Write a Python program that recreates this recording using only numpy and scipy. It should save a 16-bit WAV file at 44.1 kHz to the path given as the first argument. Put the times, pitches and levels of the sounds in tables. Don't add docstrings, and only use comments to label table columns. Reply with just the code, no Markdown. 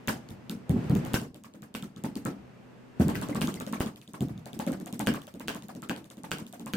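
import sys
import numpy as np
from scipy import signal
from scipy.fft import rfft, irfft, next_fast_len
from scipy.io import wavfile
from scipy.ndimage import uniform_filter1d

SR = 44100
rng = np.random.default_rng(int(sys.argv[2]) if len(sys.argv) > 2 else 0)


def level_to_linear(level):
    exponent = np.asarray(level, float) / 20
    return 10 ** exponent


def generate_wav(sig):
    pcm = np.round(np.clip(np.atleast_2d(sig).T, -1, 1) * 32767).astype(np.int16)
    wavfile.write(sys.argv[1], SR, pcm)


N = 298116
TOP_HZ = 16500

# t/s, tick level/dB, thump level/dB, knock level/dB, f/Hz the knock leans to
TAPS = [(0.4964, -26.5, -27.5, -47.5, 1440), (0.9519, -27.5, -27, -42.5, 720),
        (1.0505, -31, -45, -43.5, 750), (1.2161, -33.5, -31.5, -46, 1080), (1.3448, -39.5, -38, -57, 610),
        (1.4376, -38, -45.5, -50.5, 1120), (1.5381, -42.5, -40, -57.5, 524),
        (1.6214, -38.5, -39.5, -50, 1220), (1.8253, -33, -33.5, -49.5, 1330), (1.9625, -40, -39, -53, 1280),
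        (2.0383, -27.5, -27.5, -38, 910), (2.1554, -29.5, -30.5, -51, 805),
        (2.2518, -26, -22.5, -33.5, 1290), (3.083, -25, -23, -34, 850), (3.215, -25, -29, -36.5, 1093),
        (3.2869, -29.5, -25, -39, 537), (3.3486, -25, -23, -32.5, 1160), (3.4733, -24.5, -26, -38, 1200),
        (3.5414, -29, -31.5, -52, 600), (3.601, -28.5, -33, -40, 1300), (3.6658, -30.5, -30.5, -45, 527),
        (3.7264, -25.5, -28, -34.5, 1080), (3.8613, -31.5, -31.5, -44, 1190), (3.9601, -39, -46, -63, 1020),
        (4.0153, -41, -64, -60.5, 2630), (4.0772, -40.5, -44, -63, 640), (4.1353, -34, -35.5, -43, 1080),
        (4.4576, -33.5, -43, -46, 800), (4.5317, -33, -33, -57, 680), (4.5915, -25.5, -32, -34, 843),
        (4.6658, -27.5, -20.5, -36, 550), (4.7199, -31.5, -52, -40.5, 720),
        (4.8006, -37.5, -34, -50.5, 617), (4.86, -32.5, -36, -44.5, 716), (4.9268, -30.5, -28, -52, 610),
        (4.9941, -23, -27, -33.5, 830), (5.1388, -27.5, -36, -38, 1150), (5.2186, -37.5, -74, -62, 760),
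        (5.2698, -36.5, -66, -52, 616), (5.3403, -42, -36.5, -54.5, 565), (5.3976, -33, -35, -43.5, 977),
        (5.5477, -31.5, -36, -43.5, 1040), (5.6232, -37.5, -39, -58, 1000), (5.6843, -34.5, -41, -45, 740),
        (5.7509, -38, -34, -54, 557), (5.8212, -32.5, -38, -42.5, 1330), (5.9629, -34, -41, -51, 880),
        (6.0433, -42.5, -63, -60.5, 674), (6.1018, -35.5, -46.5, -54, 705), (6.1707, -42, -38, -56.5, 684),
        (6.235, -32.5, -37, -42.5, 880), (6.3846, -32, -35.5, -47, 970), (6.4664, -37, -44.5, -65, 960),
        (6.5271, -33.5, -46, -47.5, 720), (6.5964, -37, -35.5, -54, 820), (6.661, -30.5, -35.5, -41, 1050)]
# t/s, tick level/dB
TIPS = [(0.0751, -22), (1.135, -22.5), (1.742, -33), (3.004, -29.5), (3.1488, -34), (3.165, -53),
        (3.411, -25), (3.8019, -28.5), (4.2154, -46), (5.0647, -28.5), (5.4764, -32.5), (5.8894, -36.5),
        (6.3097, -31), (6.7292, -39)]
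# t/s, tick level/dB, thump level/dB, knock level/dB
WRISTS = [(0.2886, -39.5, -43, -65), (0.3054, -41.5, -38, -56.5), (0.6944, -29.5, -14.5, -41.5),
          (0.7597, -48, -27.5, -44), (0.8423, -44, -56, -59), (0.897, -33, -14.5, -40),
          (2.9982, -30.5, -14.5, -34), (4.2068, -30, -23.5, -44.5), (4.285, -40, -65, -52),
          (4.3776, -44.5, -71, -63)]
# t/s, tick level/dB, thump level/dB, knock level/dB, level/dB of squeezed-out air
SLAPS = [(0.0824, -32.5, -26.5, -25.5, -43), (1.1419, -23.5, -45, -28.5, -31.5),
         (1.7507, -31, -35, -56, -69), (3.1548, -28, -33, -49, -62), (3.416, -25, -22, -46, -69),
         (3.8059, -29, -27.5, -29.5, -33.5), (5.0716, -17.5, -18.5, -30.5, -51),
         (5.4826, -24, -31.5, -35, -67), (5.8959, -25.5, -28, -33, -69), (6.3164, -24.5, -30, -40, -78),
         (6.736, -25.5, -24, -49, -54)]
# f/Hz, level/dB, t60/s of one pole before extra damping
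KNOCK = [(572, 10.5, 0.046), (720, -5, 0.069), (1023, -10, 0.042), (1080, 4, 0.012), (1330, 13.5, 0.0039),
         (1600, 4.5, 0.017), (1650, 14, 0.0016), (2640, 10, 0.013), (2960, 8.5, 0.014)]
# f/Hz, level/dB, t60/s before extra damping
RATTLE = [(1000, -17, .04), (1544, 10.5, .03), (2350, 4, .02), (2820, -0.5, 0.045), (4620, -6, 0.064),
          (5400, -6, 0.027)]


def palm_hz(push_db):
    return 1150 * 2 ** ((-27 - push_db) / 48)


BLOWS = (TAPS
         + [(s, db, db - 4.5, db - 12.5, 1514) for s, db in TIPS]
         + [row + (720,) for row in WRISTS]
         + [row[:-1] + (palm_hz(row[-1]),) for row in SLAPS])
BLOW_S, TICK_DB, THUMP_DB, KNOCK_DB, KNOCK_HZ = np.transpose(BLOWS)
INDEX = np.arange(len(BLOWS))
FLAT = INDEX >= len(BLOWS) - len(SLAPS)
WRIST = ~FLAT & (INDEX >= len(TAPS) + len(TIPS))
TIP = ~FLAT & ~WRIST & (INDEX >= len(TAPS))
EDGE_THUMP_HZ = 231 * (KNOCK_HZ / 814) ** -0.23
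THUMP_HZ = np.where(FLAT, 235, np.where(WRIST, 135.5, EDGE_THUMP_HZ))


def evened(x):
    return x / np.sqrt(np.mean(x ** 2) + 1e-20)


def strikes(size, lag_s=0):
    at = np.minimum(np.round((BLOW_S + lag_s) * SR).astype(int), N - 1)
    train = np.zeros((N,) + size.shape[1:], size.dtype)
    np.add.at(train, at, size)
    return train.T


def lean(modes, hz, db_per_octave):
    octaves = np.log2(np.outer(1 / hz, np.transpose(modes)[0]))
    return -db_per_octave * abs(octaves)


def ring(modes, level_db, spread_db, turn, apart, lean_db=0, lag_s=0, damp=1, order=1, sweep=0):
    hz, db, t60 = np.transpose(modes)
    place = rng.standard_normal((len(BLOWS), len(modes), 3))
    share = level_to_linear(db + lean_db + spread_db * place[..., 0])
    share = share / np.linalg.norm(share, axis=1, keepdims=True) * level_to_linear(level_db)[:, None]
    phase = turn * place[..., 1:2] + apart * place[..., 2:] * [1, -1]
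    phase -= sweep * np.arange(len(modes))[:, None] ** 2
    poles = np.exp((2j * np.pi * hz - damp * np.log(1000) / t60) / SR)
    out = np.zeros((2, N))
    for k, pole in enumerate(poles):
        peak = (np.e * (1 - abs(pole))) ** (order - 1)
        force = strikes(share[:, [k]] * np.exp(1j * phase[:, k]), lag_s)
        out += signal.lfilter([peak], np.poly([pole] * order), force).imag
    return out


def tick():
    # f/Hz, level/dB, t60/s of one pole
    tip_modes = [(3000, 3.5, 0.0026), (3600, 1.5, 0.0046), (4500, 1, 0.0024), (6670, 4.5, 0.002),
                 (8240, 13, 0.00072), (10700, 11.5, 0.00049), (14050, 8, 0.001), (14900, 4, 0.00093)]
    hz = np.clip(5560 * 2 ** ((KNOCK_DB - TICK_DB + 13.5) / 4), 3300, 9000)
    slope = np.where(FLAT | TIP, 0, 3.5)[:, None]
    return ring(tip_modes, TICK_DB + 0.5, 3, 2.41, 1.0, lean(tip_modes, hz, slope), order=2)


def tok(level_db, hz, lag_s):
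    out, t = np.zeros((2, N + 4000)), np.arange(4000) / SR
    phase = rng.standard_normal((len(BLOWS), 2))
    for s, db, f, (turn, apart) in zip(BLOW_S + lag_s, level_db, hz, phase):
        wave = np.sin(2 * np.pi * f * t + turn + 0.52 * apart * np.array([[1], [-1]]))
        fade = level_to_linear(db - 60 * t * f / 26)
        out[:, round(s * SR):][:, :len(t)] += fade * np.minimum(t * f, 1) * wave
    return out[:, :N]


def knock():
    late_s = np.where(FLAT, 0, .006)
    slope = np.where(FLAT, 5, 14)[:, None]
    modes = ring(KNOCK, KNOCK_DB + 3, 3, 1.2, .35, lean(KNOCK, KNOCK_HZ, slope), lag_s=late_s, damp=2, order=2)
    return modes + tok(np.where(FLAT, -200, KNOCK_DB + 6), KNOCK_HZ, late_s)


def crack():
    barrel = ring(KNOCK, np.where(FLAT, TICK_DB + 7, -200), 2, 1.0, .4, lean(KNOCK, KNOCK_HZ, 5), damp=4)
    refill = ring(RATTLE, np.where(FLAT, TICK_DB - 1.5, -200), 2.5, 1.0, .4, damp=3.65)
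    return barrel + refill


def thump():
    # f/Hz, level/dB, t60/s
    table_modes = [(83.5, -7, 0.25), (123.8, -8.5, 0.17), (150.6, 1, 0.19), (192.8, -5, 0.5),
                   (213.4, -0.5, 0.046), (254.6, -13, 0.22), (290.2, -3, 0.14), (329.3, -8.5, 0.59),
                   (459, -6.5, 0.17), (481.4, -2.5, 0.098)]
    leaning = lean(table_modes, THUMP_HZ, 18.0)
    out = ring(table_modes, THUMP_DB - 3.5, 3.16, 0.5, 0.11, leaning, lag_s=0.00099, sweep=0.2036)
    return signal.lfilter(*signal.butter(2, [70 / (SR / 2), 700 / (SR / 2)], "band"), out)


def push():
    push_db = np.full(len(BLOWS), -200.)
    push_db[FLAT] = np.transpose(SLAPS)[-1]
    u = np.arange(SR // 20) / (0.00093 * SR)
    return np.convolve(strikes(level_to_linear(push_db + 24.5)), u * (2 - u) * np.exp(-u))[:N]


def rattle(count=24):
    s, tick_db, _, knock_db, _ = np.transpose(SLAPS)
    when, which, size, side = rng.random((len(SLAPS), count, 4)).transpose(2, 0, 1)
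    late = 0.0027 + .07 * when
    slap_db = 10 * np.log10(level_to_linear(tick_db) ** 2 + level_to_linear(knock_db + 4) ** 2)
    force = level_to_linear(slap_db[:, None] - 5 - 60 * late / .12 - 10 * size)
    at = np.minimum(((s[:, None] + late) * SR).astype(int), N - 1)
    pan = np.stack([np.cos(np.pi * side), np.sin(np.pi * side)], axis=-1)
    out = np.zeros((2, N))
    for k, (hz, db, t60) in enumerate(RATTLE):
        pick = (which * len(RATTLE)).astype(int) == k
        train = np.zeros((N, 2))
        np.add.at(train, at[pick], force[pick, None] * pan[pick])
        pole = np.exp((2j * np.pi * hz - np.log(1000) / t60) / SR)
        out += level_to_linear(db) * signal.lfilter([1], [1, -pole], train.T + 0j).imag
    return out


def small_taps():
    # t/s, length/s, level/dB, f/Hz
    light_taps = [(3.150, .014, -38, 1950), (3.327, .014, -42, 2000), (3.5725, .012, -45, 2080)]
    out = np.zeros(N)
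    for s, length, db, hz in light_taps:
        u = np.arange(0, length, 1 / SR) / length
        wobble = evened(uniform_filter1d(rng.standard_normal(2000), 150))[:len(u)]
        turns = np.cumsum(hz * (1 + .04 * wobble)) / SR
        envelope = np.minimum(u / 0.037, 1) * (1 - u)
        out[round(s * SR):][:len(u)] += level_to_linear(db) * envelope * np.sin(2 * np.pi * turns)
    return out


def delayed(x, seconds):
    return np.pad(x, ((0, 0), (round(seconds * SR), 0)))[:, :N]


def wall_echo(sheen, body):
    echo_db = (-8.5, -8)
    return delayed(level_to_linear(echo_db)[:, None] * sheen[::-1] + level_to_linear(-12.5) * body[::-1], .017)


def walls(x, t60, first_s, per_s):
    t = np.arange(SR // 3) / SR
    sign = rng.choice([-1., 1.], (2, len(t)))
    present = rng.random((2, len(t))) < per_s / SR
    taps = sign * present * (t > first_s) * level_to_linear(-60 * t / t60)
    taps = taps / np.linalg.norm(taps, axis=1, keepdims=True)
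    return signal.oaconvolve(x, taps, axes=1)[:, :N]


def noise(points, same, low_hz=0, high_hz=TOP_HZ):
    size = next_fast_len(N)
    hz = np.fft.rfftfreq(size, 1 / SR) + 1
    f, db = np.transpose(points)
    shape = level_to_linear(np.interp(np.log(hz), np.log(f), db))
    shape = shape / np.sqrt((1 + (low_hz / hz) ** 8) * (1 + (hz / high_hz) ** 8))
    both, side = rng.standard_normal((2, size))
    same = np.clip(same, 0, 1)
    pair = np.sqrt(1 + same) * both + np.sqrt(1 - same) * np.outer([1, -1], side)
    return evened(irfft(rfft(pair) * shape, size)[:, :N])


def patchy(x):
    z = signal.stft(x, nperseg=256, noverlap=192)[2]
    field = uniform_filter1d(rng.standard_normal(z.shape[:0:-1]), 8, 0)
    field = evened(uniform_filter1d(field, 4, 1)).T
    return signal.istft(z * level_to_linear(3 * field), nperseg=256, noverlap=192)[1][:, :N]


def room():
    # lower edge f/Hz, level/dB against the blow, t60/s, rise/s, left-right likeness
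    bands = [(53.4, -14, 0.7, 0.0049, 1), (159.4, -9, 0.34, 0.015, 0.94), (430, -11.5, 0.35, 0.0045, 0.39),
             (960, -2.5, 0.16, 0.00033, 0.024), (1900, 0.5, 0.18, 0.00081, 0.023),
             (4560, 1, 0.26, 0.0016, 0.018), (9150, 6, 0.19, 0.0016, 0.023)]
    # f/Hz, relative level/dB per Hz
    ring_colour = [(24, -64), (40, -25.5), (231, -1.5), (363, -12), (2770, -31), (15300, -56), (16000, -62)]
    deep_db = THUMP_DB - 15 * np.log2(THUMP_HZ / 150)
    fed_db = TICK_DB + np.where(FLAT, -15.5, 0) + np.where(TIP, 8.5, 0)
    bright_db = 10 * np.log10(level_to_linear(fed_db - 29) ** 2 + level_to_linear(KNOCK_DB - 32) ** 2)
    out, edges = np.zeros((2, N)), [row[0] for row in bands] + [TOP_HZ]
    for (low_hz, db, t60, rise, same), high_hz in zip(bands, edges[1:]):
        place = np.interp(np.log(low_hz * high_hz) / 2, np.log([90, 300, 900, 6000]), range(4))
        shares = np.maximum(1 - abs(place - np.arange(4)), 0)
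        source_db = shares @ [deep_db, THUMP_DB, KNOCK_DB, bright_db]
        fall, swell = np.exp(-2 * np.log(1000) / t60 / SR), np.exp(-1 / (rise * SR))
        gap_s = .007 * (shares[-1] > 0)
        power = signal.lfilter([1], [1, -fall], strikes(level_to_linear(source_db + db) ** 2, gap_s))
        power = signal.lfilter([1 - swell], [1, -swell], power)
        out += np.sqrt(power) * noise(ring_colour, same, low_hz, high_hz)
    return patchy(out)


def background():
    # f/Hz, middle level/dB against the hiss
    hum_tones = [(123.8, -5.5), (247.6, -5.5)]
    # t/s, level/dB
    stir = [(0, -52.5), (.65, -54), (.8, -43.5), (1.12, -42), (1.3, -70), (2.3, -54), (2.5, -54.5),
            (2.95, -54.5), (3.1, -42.5), (3.8, -55.5), (4.05, -71), (4.35, -55), (5.3, -63), (6.76, -64)]
    # f/Hz, relative level/dB per Hz
    hiss_colour = [(18, -49), (30, -17), (124, -16.5), (174, -5), (252, -7), (280, -10.5), (437, -11),
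                   (526, -14), (1500, -23), (2700, -27.5), (3600, -34.5), (15300, -49.5), (16000, -70)]
    t = np.arange(N) / SR
    waver = uniform_filter1d(rng.standard_normal((len(hum_tones), N)), 6000)
    hum = np.zeros(N)
    for (hz, db), w in zip(hum_tones, waver):
        hum += level_to_linear(db + 1.1 * evened(w)) * np.sin(2 * np.pi * hz * t)
    return level_to_linear(np.interp(t, *np.transpose(stir))) * (noise(hiss_colour, 0.16) + hum)


def scene():
    ticks, thumps = tick(), thump()
    hard = knock() + crack()
    body = hard + small_taps()
    pens = (body + ticks) * level_to_linear([[.6], [-.6]])
    out = thumps + push() + pens + rattle()
    out += level_to_linear(-1.5) * walls(hard, 0.26, .004, 1760)
    sheen = signal.lfilter(*signal.butter(2, 4500 / (SR / 2), "high"), ticks)
    out += level_to_linear(-10.5) * walls(sheen, 0.17, .009, 400)
    out += wall_echo(sheen, body)
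    out += delayed(thumps, .023)
    return out + room() + background()


def top_cut(x):
    return signal.sosfilt(signal.butter(12, 16640, fs=SR, output="sos"), x)


def record(dry):
    heard = signal.lfilter(*signal.butter(2, 700 / (SR / 2), "high"), dry.mean(0))
    power_db = 10 * np.log10(abs(uniform_filter1d(heard ** 2, 900)) + 1e-12)
    fall = np.arange(N) * 36.0 / SR
    over_db = np.maximum(np.maximum.accumulate(power_db + fall) - fall + 26.0, 0)
    lag = np.exp(-1 / (0.12 * SR))
    duck_db = 0.077 * signal.lfilter([1 - lag], [1, -lag], over_db)
    mic = 0.62 * dry + 0.56 * signal.lfilter(*signal.iirnotch(10300, 7.5, SR), dry)
    mic = .4 * np.tanh(mic / .4)
    mic = signal.oaconvolve(mic, signal.firwin(255, TOP_HZ, fs=SR)[None], "same")
    return top_cut(mic / level_to_linear(duck_db))


dry = scene()
out = record(dry)
generate_wav(out)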